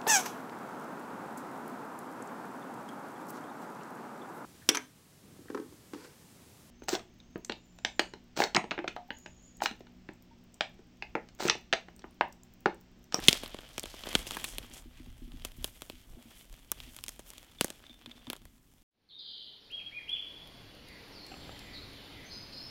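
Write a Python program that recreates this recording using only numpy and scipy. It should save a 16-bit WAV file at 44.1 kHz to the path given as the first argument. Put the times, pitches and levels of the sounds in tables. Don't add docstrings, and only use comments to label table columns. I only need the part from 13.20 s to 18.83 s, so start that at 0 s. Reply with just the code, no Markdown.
import sys
import numpy as np
from scipy import signal
from scipy.fft import rfft, irfft, next_fast_len
from scipy.io import wavfile

SR = 44100
rng = np.random.default_rng(int(sys.argv[2]) if len(sys.argv) > 2 else 0)


def store_pcm(level_fs):
    pcm = np.round(np.clip(level_fs, -1, 1) * 32767).astype(np.int16)
    wavfile.write(sys.argv[1], SR, np.atleast_2d(pcm).T)


N = 248283
THUMP_HZ = 410


def from_db(db):
    return 10 ** (np.asarray(db) / 20)


def together(*levels_db):
    return 10 * np.log10(sum(from_db(db) ** 2 for db in levels_db))


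def rms_one(x):
    return x / np.sqrt(np.mean(x ** 2) + 1e-20)


def in_time(rows):
    s, *columns = np.transpose(rows)
    return [np.interp(np.arange(N) / SR, s, c) for c in columns]


def add(out, s, sound):
    at = max(0, int(s * SR))
    out[at:at + len(sound)] += sound[:N - at]


def band(x, low_hz, high_hz, order=2):
    sos = signal.butter(order, [low_hz, min(high_hz, .45 * SR)], "band", fs=SR, output="sos")
    return signal.sosfilt(sos, x)


def peak(x, hz, q):
    return signal.lfilter(*signal.iirpeak(min(hz, .4 * SR), q, SR), x)


def coloured(x, spectrum):
    hz, db = np.transpose(spectrum)
    size = next_fast_len(N)
    f = np.maximum(np.arange(size // 2 + 1) * SR / size, 1)
    gain = from_db(np.interp(np.log(f), np.log(hz), db))
    return rms_one(irfft(rfft(x, size) * gain, size)[:N])


def drift(per_s):
    knots = rng.standard_normal(4000)
    return np.interp(np.arange(N) / SR * per_s, np.arange(len(knots)), knots) * np.sqrt(3 / 2)


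def ring(t, hz, t60):
    return np.sin(2 * np.pi * hz * t) * from_db(-60 * t / t60)


def still_air(level_db=-69):
    # f/Hz, level/dB
    spectrum = [(30, 1), (120, 0), (300, -12), (500, -16.5), (1000, -17), (3300, -22.5), (5000, -25.5),
                (16000, -22)]
    return from_db(level_db) * coloured(rng.standard_normal(N), spectrum)


def forest(x, level_db=-31, t60_s=0.45):
    t = np.arange(int(.6 * SR)) / SR
    envelope = from_db(-60 * t / t60_s) * (1 - np.exp(-t / .006))
    tail = band(rng.standard_normal(len(t)), 500, 7400, order=1) * envelope
    return from_db(level_db) * signal.fftconvolve(x, tail / np.sqrt(np.sum(tail ** 2)))[:N]


def handling(litter_db, grip_db=-69.5):
    # f/Hz, level/dB
    rumble_spectrum = [(12, -12), (22, -3), (35, 2), (55, -6), (80, -12.5), (120, -13), (200, -27.5),
                       (500, -59.5)]
    rub_spectrum = [(60, -15), (120, -1.5), (180, -3.5), (245, 3), (320, -3.5), (420, -13), (800, -38)]
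    # t/s, level/dB
    unsteady = [(0.0, -53.5), (0.38, -58.5), (2.15, -54), (3.07, -66), (3.67, -57), (4.27, -65.5),
                (5.63, -67)]
    # t/s, level/dB, half length/s
    lurches = [(0.1, -54, 0.043), (0.668, -50, 0.012), (0.975, -44, 0.023), (1.093, -54, 0.059),
               (1.38, -46.5, 0.031), (1.657, -55.5, 0.027), (1.9, -46, 0.03), (2.049, -46.5, 0.021),
               (2.19, -47, 0.072), (2.43, -47.5, 0.045), (2.76, -53.5, 0.04), (2.93, -46.5, 0.031),
               (3.33, -53, .02), (3.625, -54.5, 0.055), (5.261, -54.5, 0.034)]
    t = np.arange(N) / SR
    unsteady_db, = in_time(unsteady)
    sway = sum(from_db(db) * np.exp(-.5 * ((t - s) / half_s) ** 2) for s, db, half_s in lurches)
    sway_db = 20 * np.log10(sway + 1e-9)
    rumble_db = together(unsteady_db + .5, sway_db) + .5
    rub_db = together(grip_db, sway_db - 19, litter_db - 5)
    rumble = from_db(rumble_db) * coloured(rng.standard_normal(N), rumble_spectrum)
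    rub = from_db(rub_db) * coloured(rng.standard_normal(N), rub_spectrum)
    return rumble + rub


def rig_bumps(push_s=0.0016):
    # t/s, level/dB
    bumps = [(1.433, -46), (1.506, -49), (1.658, -44), (1.799, -43), (1.871, -47.5), (2.018, -42),
             (2.075, -46), (2.137, -42.5), (2.153, -55), (2.383, -45.5), (2.731, -48), (2.971, -44),
             (3.055, -46), (3.673, -47.5), (4.697, -48), (4.873, -44), (4.952, -49.5), (5.076, -36.5),
             (5.216, -53)]
    # f/Hz, level/dB, t60/s
    rig_modes = [(124, -6, 0.066), (244.2, -3, 0.2), (287, -4.5, 0.045), (325, -7, 0.089)]
    out, t = np.zeros(N), np.arange(int(.25 * SR)) / SR
    swell = 1 - np.exp(-t / push_s)
    for s, db in bumps:
        for hz, mode_db, t60 in rig_modes:
            tone = rng.choice([-1, 1]) * ring(t, hz * (1 + rng.normal(0, 0.021)), t60)
            add(out, s, from_db(db + mode_db) * tone * swell)
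    return out


def gear(rattle=0.67, rattle_per_s=260):
    # t/s, level/dB, t60/s
    clinks = [(4.386, -57, 0.27), (4.655, -63, 0.063), (4.666, -54, 0.04026), (4.696, -56.5, 0.26),
              (4.861, -46.5, 0.036), (4.915, -49, 0.045), (4.960, -62, 0.28), (5.070, -47, 0.036)]
    # f/Hz, level/dB, share of the clink's t60
    metal_modes = [(2330, -8, 0.3), (3158, -22, .5), (3350, -5.5, 0.63), (3500, -0.5, 0.61),
                   (3560, 3.5, 0.81), (3660, -12, 0.69), (3910, -27.5, 0.66), (4429.1, -21, 0.52)]
    out, t = np.zeros(N), np.arange(int(.4 * SR)) / SR
    for s, db, t60 in clinks:
        for hz, mode_db, share in metal_modes:
            chatter = 1 + rattle * np.interp(t * rattle_per_s, np.arange(400), rng.standard_normal(400))
            gain = from_db(db + mode_db + rng.normal(0, 1.8))
            add(out, s, gain * chatter * ring(t, hz, t60 * share))
    return out


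def walking(attack_s=.03, release_s=0.032):
    # t/s, stems/dB, grass/dB
    stir = [(0.0, -54, -50.5), (0.3, -59, -62.5), (0.56, -63.5, -62.5), (0.88, -60, -59),
            (1.07, -55.5, -54), (1.19, -53, -53.5), (1.57, -67.5, -66.5), (1.85, -70.5, -70.5),
            (2.18, -70, -70), (2.59, -70, -64.5), (2.81, -72, -69), (3.51, -68.5, -66.5),
            (3.76, -70, -61.5), (3.89, -68.5, -61), (4.89, -69.5, -72.5), (5.11, -69.5, -72),
            (5.3, -81, -73), (5.63, -84, -74)]
    # t/s, hold/s, stems/dB, litter over stems/dB, swish over stems/dB
    steps = [(0.051, .1, -48.5, -5, 1), (0.21, .07, -60.5, -0.5, -3), (0.873, 0.15, -53.5, 0, -4.5),
             (1.089, .18, -60, -5, 2.5), (1.523, .06, -60.5, -2, -2), (2.454, .08, -68, -3, 2),
             (3.12, .1, -68, -2, -5), (3.593, .1, -64, -1, -2.5), (4.416, .12, -68, 5, 4.5),
             (5.098, .03, -66, 6.5, -7)]
    t = np.arange(N) / SR
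    stir_db, grass_db = in_time(stir)
    power = from_db([stir_db, stir_db + .5, grass_db - 2.5]) ** 2
    for s, hold_s, db, litter_db, swish_db in steps:
        rise = np.exp(-np.maximum((s - t) / attack_s, 0) ** 2)
        fall = np.exp(-np.maximum(t - s - hold_s, 0) / release_s)
        power += np.outer(from_db([db + litter_db, db, db + swish_db]), rise * fall) ** 2
    return 10 * np.log10(power)


def crackle(per_s, spread_db, smooth):
    breaks = rng.random(N) < per_s * from_db(4 * drift(25)) / SR
    sizes = from_db(spread_db * np.minimum(rng.exponential(1, N), 4.5)) * rng.choice([-1, 1], N)
    return rms_one(breaks * sizes) + smooth * rng.standard_normal(N)


def brush(litter_db, stems_db, swish_db, flutter_db=1.6, top_hz=8500):
    # f/Hz, level/dB
    litter_spectrum = [(100, -12.5), (250, -3.5), (450, -0.5), (700, 0.5), (1000, -4.5), (1700, -5.5),
                       (2600, -23), (6000, -55.5)]
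    stem_spectrum = [(800, -33), (1500, -19), (2000, -4), (2700, -1.5), (3300, 3), (3900, -6), (5000, -10),
                     (7000, -22.5), (12000, -53)]
    swish_spectrum = [(2500, -40.5), (4200, -10.5), (5500, 1), (7500, 1), (10000, -2), (13000, -1.5),
                      (16000, -10)]
    # t/s, lift/dB
    dryness = [(0, -4), (.7, 3), (1.3, 3), (1.7, 2), (2.4, 7), (3.7, 5.5), (4.6, 0.5), (5.63, 2.5)]
    lift_db, = in_time(dryness)
    shared = 0.98 * crackle(per_s=300, spread_db=5.5, smooth=1.0)
    litter_gain = from_db(litter_db + 1.5 * drift(60))
    litter = coloured(shared + crackle(per_s=250, spread_db=5.0, smooth=0.69), litter_spectrum)
    stems_gain = from_db(stems_db + 2.5 + 2.0 * drift(70))
    stems = coloured(shared + crackle(per_s=880, spread_db=3.0, smooth=0.69), stem_spectrum)
    hiss = coloured(shared + crackle(per_s=4000, spread_db=3.0, smooth=0.57), swish_spectrum)
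    soft = signal.sosfiltfilt(signal.butter(2, top_hz, fs=SR, output="sos"), hiss)
    swish_gain = from_db(swish_db - 2 + 0.52 * drift(50))
    swish = soft + from_db(lift_db) * (hiss - soft)
    flutter = from_db(flutter_db * drift(25))
    return flutter * (litter_gain * litter + stems_gain * stems + swish_gain * swish)


def needles(rustle_db, per_s=55, under_db=5.0, spread_db=2.5):
    out = np.zeros(N)
    for hz in np.geomspace(2500, 12000, 5):
        breaks = rng.random(N) < per_s / 5 / SR
        clicks = breaks * from_db(spread_db * np.minimum(rng.exponential(1, N), 3)) + 1e-18
        out += rms_one(peak(clicks, hz, q=1.7))
    return from_db(rustle_db - under_db) * rms_one(out)


def scrapes(width=1.3):
    # middle t/s, half length/s, level/dB, f/Hz
    strokes = [(0.04, .011, -46.5, 3750), (0.136, 0.082, -50.5, 4340), (0.69, 0.13, -58, 4500),
               (0.994, .013, -51, 8030), (1.078, .01, -46, 5900), (1.295, 0.038, -48, 7300),
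               (1.539, 0.0055, -51, 7340), (1.575, 0.021, -53, 7400), (1.779, 0.03, -62, 2380),
               (2.374, .0076, -59, 12000), (2.458, .015, -55, 11500), (2.752, .039, -62.5, 2880),
               (2.973, 0.057, -64.5, 560), (3.19, .025, -59, 10000), (3.625, 0.019, -61, 2700),
               (4.085, .011, -56, 11400), (4.427, .0085, -49, 3953), (4.665, .008, -64, 3360),
               (4.712, 0.015, -70, 3550), (4.97, .012, -65.5, 3680)]
    out, grains = np.zeros(N), crackle(per_s=1800, spread_db=6.0, smooth=0.67)
    for s, half_s, db, hz in strokes:
        at = np.arange(max(0, int((s - 3 * half_s) * SR)), int((s + 3 * half_s) * SR))
        swell = np.exp(-.5 * ((at / SR - s) / half_s) ** 2)
        out[at] += from_db(db) * swell * rms_one(band(grains[at], hz / width, hz * width, order=1))
    return out


def debris(level_db, pitch_hz, settle_s=0.022, per_s=1500):
    t = np.arange(int(.15 * SR)) / SR
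    bits = rng.standard_normal(len(t)) * (.06 + (rng.random(len(t)) < per_s / SR))
    crunch = rms_one(band(bits, .3 * pitch_hz, 1.3 * pitch_hz, order=1))
    return from_db(level_db) * crunch * np.exp(-t / settle_s)


def snap(levels_db, thump_hz, splinter_hz, tear_s, fibres=0.11, wood_hz=3300):
    # multiple of the thump pitch, level/dB, t60/cycles
    soil_modes = [(.55, 0.5, 4), (.9, 2, 6.1), (1.45, 1, 9.6), (2.2, 0, 5), (2.95, -5, 7.6)]
    # low f/Hz, high f/Hz, ring time/s, ring strength
    registers = [(899, 1960, 0.0023, 1), (2158, 4500, 0.0035, 0.23), (4200, 22000, 0.001, 0.56)]
    t = np.arange(int(.04 * SR)) / SR
    fracture = fibres * rng.standard_normal(len(t)) * np.exp(-t / (1.1 * tear_s))
    fracture[0] += 1
    thump = sum((-1) ** k * from_db(db) * ring(t, multiple * thump_hz, cycles / (multiple * thump_hz))
                for k, (multiple, db, cycles) in enumerate(soil_modes))
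    wood = []
    for low_hz, high_hz, ring_s, strength in registers:
        click = rms_one(band(fracture, low_hz, high_hz))
        shiver = rng.standard_normal(len(t)) * np.exp(-t / (ring_s + .5 * tear_s))
        wood.append(click + strength * rms_one(band(shiver, low_hz, high_hz)))
    knock, crack, splinter = wood
    crack = crack + 0.63 * peak(crack, wood_hz, q=6.8)
    splinter = splinter + 0.56 * peak(splinter, splinter_hz, q=1.6)
    splinter = band(splinter, 2000, splinter_hz ** 2 / 6800, order=1)
    parts = thump, knock, crack, splinter
    return sum(.5 * from_db(db) * rms_one(part) for db, part in zip(levels_db, parts))


def twiglets(rustle_db, swish_db, count=44, over_db=3.0, spread_db=1.5):
    out, travel = np.zeros(N), np.cumsum(from_db(0.27 * swish_db))
    for k, (jitter, size, thinness) in enumerate(rng.uniform(-1, 1, (count, 3))):
        at = np.searchsorted(travel, (k + .5 + .5 * jitter) / count * travel[-1])
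        db = rustle_db[at] + over_db + spread_db * size
        levels_db = db - 10.5, db - 4.5, db, db
        splinter_hz = 7800 * 2 ** (.3 * thinness)
        add(out, at / SR, snap(levels_db, THUMP_HZ, splinter_hz, tear_s=0.00048))
    return out


def twigs(bounce_db=-18, debris_db=-14, deep_db=-36, octaves_per_db=.048):
    # t/s, crack level/dB, thump, knock and splinter over the crack/dB, splinter f/Hz, tearing/s
    snaps = [(0.0758, -48, -9, -11, 8, 6830, .0006), (0.084, -7, -15, -26, -8, 6650, 0.0022),
             (0.0924, -36.5, -16, -24, 7, 5500, .002), (0.129, -29.5, -7, -20, 4, 5140, 0.00074),
             (0.2342, -42.5, 2.5, -8, -4.5, 8740, 0.013), (0.2606, -44.5, -12, -7, -11, 7370, .0014),
             (0.3447, -47.5, 7.5, -2.5, -6, 6300, 0.00076), (0.388, -47, 0, -5.5, -13, 6250, .0024),
             (0.5805, -35.5, -5, -6.5, -1.5, 6200, 0.00064), (0.5957, -47.5, -10, -8, 10, 6650, .0004),
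             (0.6333, -48.5, -14, -26, 4.5, 7800, 0.0015), (0.6382, -43.5, 1.5, -31, -15, 6500, 0.001),
             (0.6574, -44.5, -7, -7.5, -2.5, 6200, 0.0018), (0.7406, -62.5, 15.5, 6, 3, 7200, 0.0033),
             (0.8366, -42.5, -10, -7.5, -23, 5230, 0.0024), (0.8709, -45.5, 6, -4, -8, 6100, 0.0006),
             (0.889, -52, 4.5, -6, 8.5, 6160, 0.0016), (0.9416, -44, -3, -6, -7, 7000, 0.013),
             (0.9522, -22, -6, -8.5, -5.5, 5150, 0.0019), (0.9923, -48.5, -2.5, -2, -3, 7900, 0.0012),
             (1.0685, -42, -5.5, -31, -4, 7250, 0.0027), (1.1089, -37.5, -18.5, -4, -3, 7200, .0006),
             (1.1186, -46.5, -2.5, -7, 1, 8400, 0.00078), (1.1693, -43.5, 2.5, 7, -.5, 8900, .0014),
             (1.2422, -33.5, -15.5, -8, -1.5, 8210, 0.005),
             (1.3835, -36.5, -8.5, -15.5, -1.5, 9200, 0.0003), (2.119, -56, -12, -7, -8.5, 8340, .0009),
             (2.2207, -54, -14.5, -16, -9.5, 7300, 0.0038), (2.2495, -37.5, -5.5, -9, 0, 7850, 0.0039),
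             (2.4438, -33, -8, -12, -1.5, 9400, .002), (2.62, -44.5, -4, -6, -1, 8620, 0.00016),
             (2.6988, -44.5, 0, -11, -6.5, 10200, .0007), (3.327, -65, 3, -8, 6.5, 8820, 0.0012),
             (3.5175, -40.5, -4.5, -2.5, 11.5, 10800, 0.00023),
             (3.6027, -44.5, -20.5, -12, -11, 7000, 0.0003), (3.765, -52.5, -7, -11, 4, 8750, .0007),
             (3.788, -48.5, -15, -5.5, -8, 7670, 0.0004), (3.839, -44, -17, -10.5, 4, 7140, 0.00046),
             (3.8636, -53.5, -15, -5, 2, 7300, 0.00082), (3.8826, -41.5, -13.5, -21, 1.5, 7000, .0007),
             (3.8917, -48, -14, -5.5, 6.5, 7800, 0.00058), (3.9934, -52.5, 4.5, -3.5, 2, 7830, .005),
             (4.1037, -54.5, -7.5, -15, 6.5, 7800, 0.00032), (4.135, -56.5, -13, -2, 0, 9300, 0.0008),
             (4.181, -49, -11, -15.5, -1.5, 7050, .001), (4.4104, -25.5, -4, -6.5, -1.5, 7250, 0.00045),
             (4.4446, -43.5, 10, 3, 11, 8400, 0.0007), (4.4817, -50.5, -5, -12, -2, 7850, .0004),
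             (4.5031, -44, -4.5, -8, .5, 7450, 0.00062), (4.6395, -60.5, -3, 2.5, -13, 9300, .0006),
             (4.8601, -50, -5.5, -6, -8.5, 6440, 0.0028), (5.069, -56, -2, 0.5, -9.5, 6440, 0.003),
             (5.101, -36, -6.5, -10, -4, 10400, .0005), (5.1313, -44, -3, -.5, -1, 10400, .0014),
             (5.1647, -57, -2, -5, 1.5, 8500, .0012), (5.2538, -61.5, 0, 1, 4.5, 11500, .0006)]
    out = np.zeros(N)
    for s, db, weight_db, knock_db, bright_db, splinter_hz, tear_s in snaps:
        thump_db, splinter_db = db + weight_db, db + bright_db
        thump_hz = THUMP_HZ * 2 ** (-octaves_per_db * max(thump_db - deep_db, 0))
        sound = snap((thump_db, db + knock_db, db, splinter_db), thump_hz, splinter_hz, tear_s)
        add(out, s, sound)
        add(out, s + rng.uniform(0.0041, 0.0073), from_db(bounce_db) * band(sound, 500, 8700, order=1))
        add(out, s, debris(min(thump_db, splinter_db) + debris_db, splinter_hz))
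    return out


def scene():
    litter_db, stems_db, swish_db = walking()
    rustle_db = .5 * (stems_db + swish_db)
    sharp = twigs() + gear() + twiglets(rustle_db, swish_db)
    air = still_air()
    ground = brush(litter_db, stems_db, swish_db) + needles(rustle_db) + scrapes()
    return (air + forest(sharp) + handling(litter_db) + rig_bumps() + ground + sharp)[None]


def record(dry, cutoff_hz=16200):
    clipped = np.clip(dry, -1, 1)
    return signal.sosfilt(signal.ellip(10, .1, 70, cutoff_hz, fs=SR, output="sos"), clipped)


dry = scene()
out = record(dry)
store_pcm(out)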